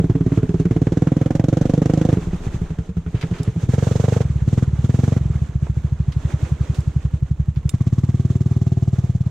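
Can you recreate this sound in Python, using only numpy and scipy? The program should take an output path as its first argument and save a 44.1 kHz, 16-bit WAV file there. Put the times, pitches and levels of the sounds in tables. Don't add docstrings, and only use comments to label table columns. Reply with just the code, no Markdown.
import sys
import numpy as np
from scipy import signal
from scipy.fft import rfft, irfft, next_fast_len
from scipy.io import wavfile
from scipy.ndimage import map_coordinates

SR = 44100
rng = np.random.default_rng(int(sys.argv[2]) if len(sys.argv) > 2 else 0)


def to_wav(s):
    ch = np.atleast_2d(s).T
    pcm = np.round(np.clip(ch, -1, 1) * 32767)
    wavfile.write(sys.argv[1], SR, pcm.astype(np.int16))


N = 410130

# time_s, firings_per_s
SPEED = [(0, 18.11), (0.63, 17.82), (2.09, 26.63), (2.31, 15.66), (2.79, 10.79), (3.58, 12.68),
         (3.73, 22.26), (4.18, 24.53), (4.38, 15.38), (4.57, 21.44), (4.74, 17.19), (5.09, 23.51),
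         (5.29, 21.42), (5.39, 15.02), (6.36, 11.07), (7.74, 11.77), (7.78, 15.88), (8.0, 18.54),
         (8.65, 19.42), (9.3, 17.4)]
# time_s, exhaust_share (1 exhaust, 0 snorkel)
FACING = [(0, 0.95), (2.1, 0.92), (2.25, .8), (3.55, 0.82), (3.7, 0.025)]
# start_s, end_s, release_s, throttle_at_start (0-1), throttle_at_end (0-1)
PUSHES = [(-.1, 2.125, .08, .5, 1), (3.09, 3.65, .05, .2, .27), (3.655, 4.205, .04, .88, 1),
          (4.435, 4.62, .05, .6, .72), (4.8, 5.16, .045, .62, .78), (7.68, 8.85, .75, .43, .35)]
# time_s, level_db (below 0 also fires late)
MISFIRES = [(.158, 0), (.496, -1.5), (2.226, -8), (2.408, -11.5), (2.894, -3), (3.566, 0), (5.49, -9)]
# throttle (0-1), boom_db, honk_db, bark_db, rasp_db, hiss_db
EXHAUST_LOAD = [(0, -23.5, -38, -42.5, -54, -66.5), (.55, -19.5, -27, -39.5, -51, -63),
                (.8, -19.5, -27.5, -35, -45, -53), (1, -18.5, -30.5, -36, -46.5, -51)]
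SNORKEL_LOAD = [(0, -24.5, -46, -61, -64, -69.5), (.17, -24, -54.5, -60, -68, -64),
                (.42, -22.5, -38.5, -56, -58, -59), (.7, -22, -37.5, -43.5, -46, -54),
                (1, -23, -43.5, -34, -43, -50.5)]
# boom_db, honk_db, bark_db, rasp_db, hiss_db
REV_DB = (2.14, 7.95, 7.4, 0.45, 2.1)
# pitch_hz, width_hz (7 dB below the peak), level_db (on the firing)
EXHAUST_SHUT = [(56, 19, -11.5), (112.5, 79, -1.5), (167, 45, -0.5), (229, 57, -5.5), (275, 41, -5),
                (346.7, 65, -7.5), (431.3, 29.8, 0.5), (523, 61, -14.5), (662, 45, -16.5)]
EXHAUST_OPEN = [(55, 25, -18), (116, 61, -2.5), (151.3, 76, 0.5), (239.5, 95, -2), (303.3, 53, -4.5),
                (468, 60, -4), (525.5, 77, -2), (722, 78, -15.5)]
SNORKEL_SHUT = [(72.38, 26.7, -2), (106.2, 41, -3), (143.5, 49.3, -1.5), (203, 15, 0), (347, 100, -11.5),
                (490, 190, -9.5), (710, 880, -15.5)]
SNORKEL_OPEN = [(98.5, 41.3, -3), (128.1, 43, -1), (167.8, 54.6, -5.5), (231.7, 58, 0.5), (333.7, 58, -10),
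                (461.5, 155, -2.5), (561, 44, -17), (730, 210, -19.5)]
EXHAUST_OPENS = [(.67, 0), (.76, 0.99)]
SNORKEL_OPENS = [(.02, 0.023), (.12, 0.95)]
# pitch_hz, width_hz (7 dB below the peak), level_db (on BUZZ)
PANELS = [(380.7, 39, -3), (681, 55, -1), (810, 68, -7), (1142, 110, -6), (2020, 360, -15.5)]
# time_s, low_mode_db, middle_pair_db, high_pair_db
BUZZ = [(0, -70, -72, -55), (1.5, -49, -56, -61), (4.1, -50, -69, -57.5), (4.6, -40.5, -57, -60),
        (5.15, -42.5, -51, -63), (7.75, -65, -54.5, -46.5), (8.2, -40, -58.5, -52.5),
        (8.7, -39, -50.5, -56), (9.3, -50.5, -51, -62)]
# throttle (0-1), gain_db
BUZZ_LOAD = [(0, -21), (.3, 0.5)]
# pitch_hz, relative_level_db
ROAR = [(150, -25.5), (280, -3), (450, -1.5), (620, 1.5), (850, -6.5), (1200, -21.5), (2500, -53.5)]
RASP = [(300, -18), (700, 3.5), (1300, 7), (2000, 0.5), (3300, -7), (4500, -34), (9000, -43.5)]
HISS = [(1500, -11), (3300, 7), (4900, 2.5), (6400, 7.5), (7700, 1.5), (8500, -6.5), (10500, -13),
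        (13500, -18), (16000, -25)]
# pitch_hz, relative_level_db, t60_s
VALVES = [(3400, -33.5, .02), (6400, -14, .02), (7400, -6.5, .03), (7400, -3, 0.032), (10850, -29.5, 0.048)]
SELECTOR = [(3650, -7, 0.038), (5100, -0.5, 0.017), (6830, -3.5, 0.021), (7620, -3.5, 0.053),
            (9900, -19.5, 0.014), (10660, -12, 0.069)]
# time_s, relative_level_db
CLICKS = [(3.432, -30.5), (3.452, -49), (6.805, -37.5), (7.317, -48.5), (7.693, -19.5)]
# time_s, relative_level_db
WASH = [(0, -48.5), (.8, -46.5), (1.5, -50), (2.05, -44), (2.55, -44), (2.95, -55.5), (3.2, -45),
        (3.5, -47), (3.75, -44.5), (4.8, -49), (5.3, -46.5), (6.05, -51), (6.4, -42), (6.77, -44.5),
        (6.9, -49.5), (7.4, -56.5), (7.6, -53), (7.9, -53), (9.3, -52.5)]
# time_s, level_db, centre_hz, t60_s
SLAPS = [(3.15, -42.5, 1990, 0.31), (3.211, -34.5, 2830, 0.1), (3.226, -28.5, 1570, 0.057),
         (3.335, -41.5, 1680, 0.5), (3.384, -43, 3170, 0.15), (5.667, -32.5, 637, 0.043),
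         (6.121, -40, 2690, .1), (6.35, -46.5, 800, 0.22), (6.45, -39.5, 1320, 0.16),
         (6.744, -46.5, 4480, 0.25), (7.559, -45.5, 2340, 0.13)]
# pitch_hz, relative_level_db
SLOSH = [(80, -9), (250, 21), (450, 15), (700, 5), (1000, 1), (1500, 0), (2300, -4), (3400, -5.5),
         (5000, -19), (9000, -54.5)]
SPRAY = [(1800, -4.5), (3600, 1.5), (4900, -4), (6400, 3), (7700, -1), (8500, -7), (10500, -14.5),
         (11500, -20.5), (14000, -17), (16000, -28)]
RUMBLE = [(10, 1.5), (30, 13.5), (55, -21), (100, -6.5), (250, -32), (600, -60.5)]
# pitch_hz, correlation (0-1)
ALIKE = [(60, .99), (250, .99), (500, .85), (1000, .7), (2000, .65), (4000, .35), (8000, .15), (14000, .3)]
# pitch_hz, left_minus_right_db
TURNED = [(60, 2), (110, -1), (200, -1.0), (380, -3.5), (700, -7), (1290, -3), (2380, 0.5), (4400, 0.5),
          (8120, -1.5), (15000, -2)]
AHEAD = [(60, -2), (110, 1.5), (200, -3), (380, -2.5), (700, -10), (1290, -8), (2380, -6), (4400, 0),
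         (8120, -7), (15000, 2.5)]

TOP_HZ = 15800
IDLE_RATE, START_TURN = 11.5, .215
PUSH_RISE_S, MISFIRE_LATE_S = 0.046, .006
LIMP_BELOW_RATE, LIMP_S, LIMP_DB, LIMP_GURGLE = 16, .004, 1.5, .5
EXHAUST_SPUTTER_DB, SNORKEL_SPUTTER_DB = 2.6, 1.3


def firings():
    rate, = at(SPEED)
    turns = START_TURN + np.cumsum(rate) / SR
    times = np.interp(np.arange(int(turns[-1]) + 1), turns, np.arange(N) / SR)
    times = times + LIMP_S * limp(times) + MISFIRE_LATE_S * (misfires(times) < 0)
    return times, SR / at(SPEED, times)[0]


def throttle(s):
    pushes = []
    for start, end, release, first, last in PUSHES:
        lean = np.interp(s, [start, end], [first, last])
        held = np.clip(np.minimum((s - start) / PUSH_RISE_S, 1 - (s - end) / release), 0, 1)
        pushes.append(lean * held)
    return np.clip(np.max(pushes, axis=0), 0, 1)


def limp(times):
    slow = np.clip((LIMP_BELOW_RATE - at(SPEED, times)[0]) / (LIMP_BELOW_RATE - IDLE_RATE), 0, 1)
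    return slow * at(FACING, times)[0] * (-1) ** np.arange(len(times))


def misfires(times):
    change_db = np.zeros(len(times))
    for s, db in MISFIRES:
        change_db[np.argmin(np.abs(times - s))] = db
    return change_db


def exhaust_share(s=None):
    return np.clip(at(FACING, s)[0], 0, 1)


def strength(times):
    load, rear = throttle(times), exhaust_share(times)
    loaded = rear * np.array(at(EXHAUST_LOAD, load)) + (1 - rear) * np.array(at(SNORKEL_LOAD, load))
    revved = np.outer(REV_DB, np.log2(at(SPEED, times)[0] / IDLE_RATE))
    boom, honk, bark, rasp, hiss = loaded + revved + misfires(times)
    return boom - LIMP_DB * limp(times), honk, bark, rasp, hiss


def pipes(times, period, exhaust_lead=0.00252, snorkel_lag=.001, gurgle=0.47, exhaust_db=0, snorkel_db=3):
    boom, honk, bark = strength(times)[:3]
    load = throttle(times)
    level_db = lambda hz: boom if hz < 200 else honk if hz < 390 else bark
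    buzz_db = lambda hz: at(BUZZ, times)[np.searchsorted([500, 1000], hz)] + at(BUZZ_LOAD, load)[0]
    opening = np.clip(at(EXHAUST_OPENS, load)[0], 0, 1)[:, None]
    intake = np.clip(at(SNORKEL_OPENS, load)[0], 0, 1)[:, None]
    rear = exhaust_share(times)[:, None]
    exhaust = ((1 - opening) * resonate(EXHAUST_SHUT, level_db, detune=0.028, scatter_db=0.97)
               + opening * resonate(EXHAUST_OPEN, level_db, detune=0.033, scatter_db=1.5))
    snorkel = ((1 - intake) * resonate(SNORKEL_SHUT, level_db, detune=0.017, scatter_db=0.67)
               + intake * resonate(SNORKEL_OPEN, level_db, detune=0.0087, scatter_db=.4))
    shrink = gurgle * (1 - 0.77 * opening) * (1 + LIMP_GURGLE * limp(times)[:, None])
    exhaust = bubbled(exhaust, shrink, bubble_s=0.007245)
    exhaust = thumps(exhaust, abrupt=.75, drag_s=.0055) * np.sqrt(rear)
    snorkel = thumps(snorkel, abrupt=.55, drag_s=.0045) * np.sqrt(1 - rear)
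    panel_power = resonate(PANELS, buzz_db, detune=0.022, scatter_db=1.5)
    panels = thumps(panel_power, abrupt=0.72, drag_s=0)
    size = np.sqrt(period)[:, None]
    start = times - exhaust.shape[1] / 4 / SR
    return (amp(exhaust_db) * place(start - exhaust_lead, exhaust * size)
            + amp(snorkel_db) * place(start + snorkel_lag, snorkel * size) + place(start, panels * size))


def resonate(modes, level_db, detune, scatter_db, size=4096):
    hz = np.fft.rfftfreq(size, 1 / SR) + 1
    power = 0
    for centre, width, db in modes:
        level = level_db(centre)
        shift, swell = rng.standard_normal((2, len(level), 1))
        c = centre * np.exp(detune * shift)
        skirt = 1 + .75 * ((hz - c * c / hz) / width) ** 2
        shape = 1 / (skirt * skirt * skirt)
        gain = amp(level[:, None] + db + scatter_db * swell)
        power = power + shape / shape.sum(1, keepdims=True) * gain ** 2
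    return power


def bubbled(power, shrink, bubble_s):
    hz = np.linspace(0, SR / 2, power.shape[1])
    gap, share = rng.uniform(.6, 1.3, (2, len(power), 1))
    echo = np.clip(shrink * share, 0, .9) * np.exp(-2j * np.pi * hz * bubble_s * gap)
    split = power * np.abs(1 + echo + echo ** 2) ** 2
    return split * power.sum(1, keepdims=True) / split.sum(1, keepdims=True)


def thumps(power, abrupt, drag_s, drag_hz=220):
    size = 2 * (power.shape[1] - 1)
    cepstrum = irfft(np.log(power * size / 2 + 1e-9) / 2)
    cepstrum[:, 1:size // 2] *= 1 + min(abrupt, 1)
    cepstrum[:, size // 2 + 1:] *= 1 - min(abrupt, 1)
    trail = 2 * np.pi * drag_s * drag_hz * (1 - np.exp(-np.fft.rfftfreq(size, 1 / SR) / drag_hz))
    return np.roll(irfft(np.exp(rfft(cepstrum) - 1j * trail)), size // 4, axis=1)


def gas(times, period, rise_s=0.0012, crack_s=0.0022, tail_s=0.012, gulp_s=0.011, gulp_width_s=0.0099,
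        gulp_rise_s=0.0037, roar_db=-11, rasp_db=0, hiss_db=0):
    t = np.arange(SR // 16) / SR
    crack = 1.5 * rng.exponential(size=(len(times), 1))
    blow = (1 - np.exp(-t / rise_s)) ** 2 * (crack * np.exp(-t / crack_s) + np.exp(-t / tail_s))
    blow = blow / np.linalg.norm(blow, axis=1, keepdims=True)
    gulp = np.exp(-((t - gulp_s) / gulp_width_s) ** 2 / 2) * (1 - np.exp(-t / gulp_rise_s))
    gulp = gulp / np.linalg.norm(gulp)
    rear = exhaust_share(times)[:, None]
    burst = rear * blow + (1 - rear) * gulp
    sputter_db = np.interp(rear[:, 0], [0, 1], [SNORKEL_SPUTTER_DB, EXHAUST_SPUTTER_DB])

    def gate(db):
        gain = amp(db + sputter_db * rng.standard_normal(len(times))) * np.sqrt(period)
        return place(times - .003, burst * gain[:, None])

    bark, rasp, hiss = strength(times)[2:]
    flutter = amp(1.32 * wobble(500))
    roar_noise = gate(bark + roar_db) * noise(ROAR)
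    rasp_noise = gate(rasp + rasp_db) * noise(RASP)
    hiss_noise = gate(hiss + hiss_db) * noise(HISS)
    return roar_noise + flutter * (rasp_noise + hiss_noise)


def metal(times, period, valve_db=-62, valve_rev_db=9, behind_db=-10, click_db=-9):
    seats = np.concatenate([times + 0.26 * period / SR, times + 0.88 * period / SR])
    force_db = valve_rev_db * np.log2(at(SPEED, seats)[0] / IDLE_RATE) + behind_db * at(FACING, seats)[0]
    seat_db = valve_db + force_db + 3 * rng.standard_normal(len(seats))
    s, db = np.transpose(CLICKS)
    return np.array([taps(seats, seat_db, VALVES, crack=0.5, crack_t60=0.004)
                     + taps(s, db + click_db, SELECTOR, crack=1.54, crack_t60=.025) for ear in range(2)])


def taps(times, db, modes, crack, crack_t60):
    t = np.arange(SR // 10) / SR
    draw = lambda: rng.standard_normal((len(times), 1))
    ring = 0
    for hz, level, t60 in modes:
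        decay = amp(level + 1.4 * draw() - 60 * t / t60)
        ring = ring + decay * np.sin(2 * np.pi * (hz * t + draw()))
    bright = signal.butter(2, [2000, 10000], "bandpass", fs=SR, output="sos")
    snap = crack * amp(-60 * t / crack_t60) * signal.sosfilt(bright, rng.standard_normal(ring.shape))
    return place(times, (ring + snap) * amp(db)[:, None])


def water(slosh_db=2, spray_db=-10.5, fling_db=8, bubble_db=-2, surge_db=2):
    slosh, = at(WASH)
    spray = slosh + fling_db * throttle(np.arange(N) / SR) * (1 - at(FACING)[0])
    surge = surge_db * wobble(22)
    bubbles = np.array([drops(1600, centre_hz=1000, cycles=6, spread_db=2.5) for ear in range(2)])
    churn = amp(slosh_db) * noise(SLOSH) + amp(bubble_db + 1.2 * wobble(12)) * bubbles
    wash = amp(slosh + surge) * churn + amp(spray + spray_db + surge) * noise(SPRAY)
    for s, db, hz, t60 in SLAPS:
        t = np.maximum(np.arange(N) / SR - s, 0)
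        band = [(hz / 4, -30), (hz / 2.6, 0), (hz * 1.47, -2), (hz * 4, -25), (hz * 10, -60)]
        slap = amp(db - np.minimum(60 * t / t60, 200)) * (1 - np.exp(-t / 0.00049))
        wash = wash + slap * noise(band)
    return wash


def drops(per_second, centre_hz, cycles, spread_db):
    count, t = int(per_second * N / SR), np.arange(SR // 80) / SR
    hz = np.clip(centre_hz * np.exp(0.635 * rng.standard_normal((count, 1))), 300, 12000)
    age = hz * t / cycles
    rising = np.sin(2 * np.pi * hz * t * (1 + 0.047 * np.minimum(age, 3)))
    tone = np.exp(-age) * rising * (1 - t / t[-1])
    size = amp(spread_db * np.minimum(rng.exponential(size=(count, 1)), 4))
    return unit(place(rng.random(count) * N / SR, tone * size))


def rumble(rumble_db=-48.5, turned_db=6):
    heave_db = 4.1 * wobble(3.1)
    return amp(rumble_db + turned_db * at(FACING)[0] + heave_db) * noise(RUMBLE)


def amp(db):
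    return 10 ** (np.asarray(db) / 20)


def unit(x):
    return x / np.sqrt(np.mean(x ** 2) + 1e-20)


def along(points, hz):
    f, v = np.transpose(points)
    return np.interp(np.log(hz + 1), np.log(f + 1), v)


def at(rows, s=None):
    knots, *cols = np.transpose(rows)
    return [np.interp(np.arange(N) / SR if s is None else s, knots, c) for c in cols]


def wobble(rate):
    return map_coordinates(rng.standard_normal(int(N * rate / SR) + 4), [np.arange(N) * rate / SR])


def filtered(x, response):
    m = next_fast_len(N + 8192)
    return irfft(rfft(x, m) * response(np.fft.rfftfreq(m, 1 / SR)), m)[..., :N]


def place(times, sounds):
    index = np.round(np.asarray(times) * SR).astype(int)[:, None] + np.arange(sounds.shape[1])
    inside = (index >= 0) & (index < N)
    return np.bincount(index[inside], sounds[inside], N)


def noise(spectrum):
    return unit(filtered(rng.standard_normal((2, N)), lambda hz: amp(along(spectrum, hz))))


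def spread(pair):
    turn = lambda hz: np.arccos(np.clip(along(ALIKE, hz), 0, 1)) / 2
    mid, side = filtered(pair, lambda hz: np.array([np.ones_like(hz), np.tan(turn(hz))]))
    return np.array([mid + side, mid - side])


def scene():
    times, period = firings()
    around = gas(times, period) + metal(times, period) + water() + rumble()
    sound = pipes(times, period) + spread(around)
    ears = lambda balance: filtered(sound, lambda hz: 2 / (1 + amp(np.outer([-1, 1], along(balance, hz)))))
    rear = exhaust_share()
    return rear * ears(TURNED) + (1 - rear) * ears(AHEAD)


def record(dry):
    return filtered(dry, lambda hz: hz < TOP_HZ)


dry = scene()
out = record(dry)
to_wav(out)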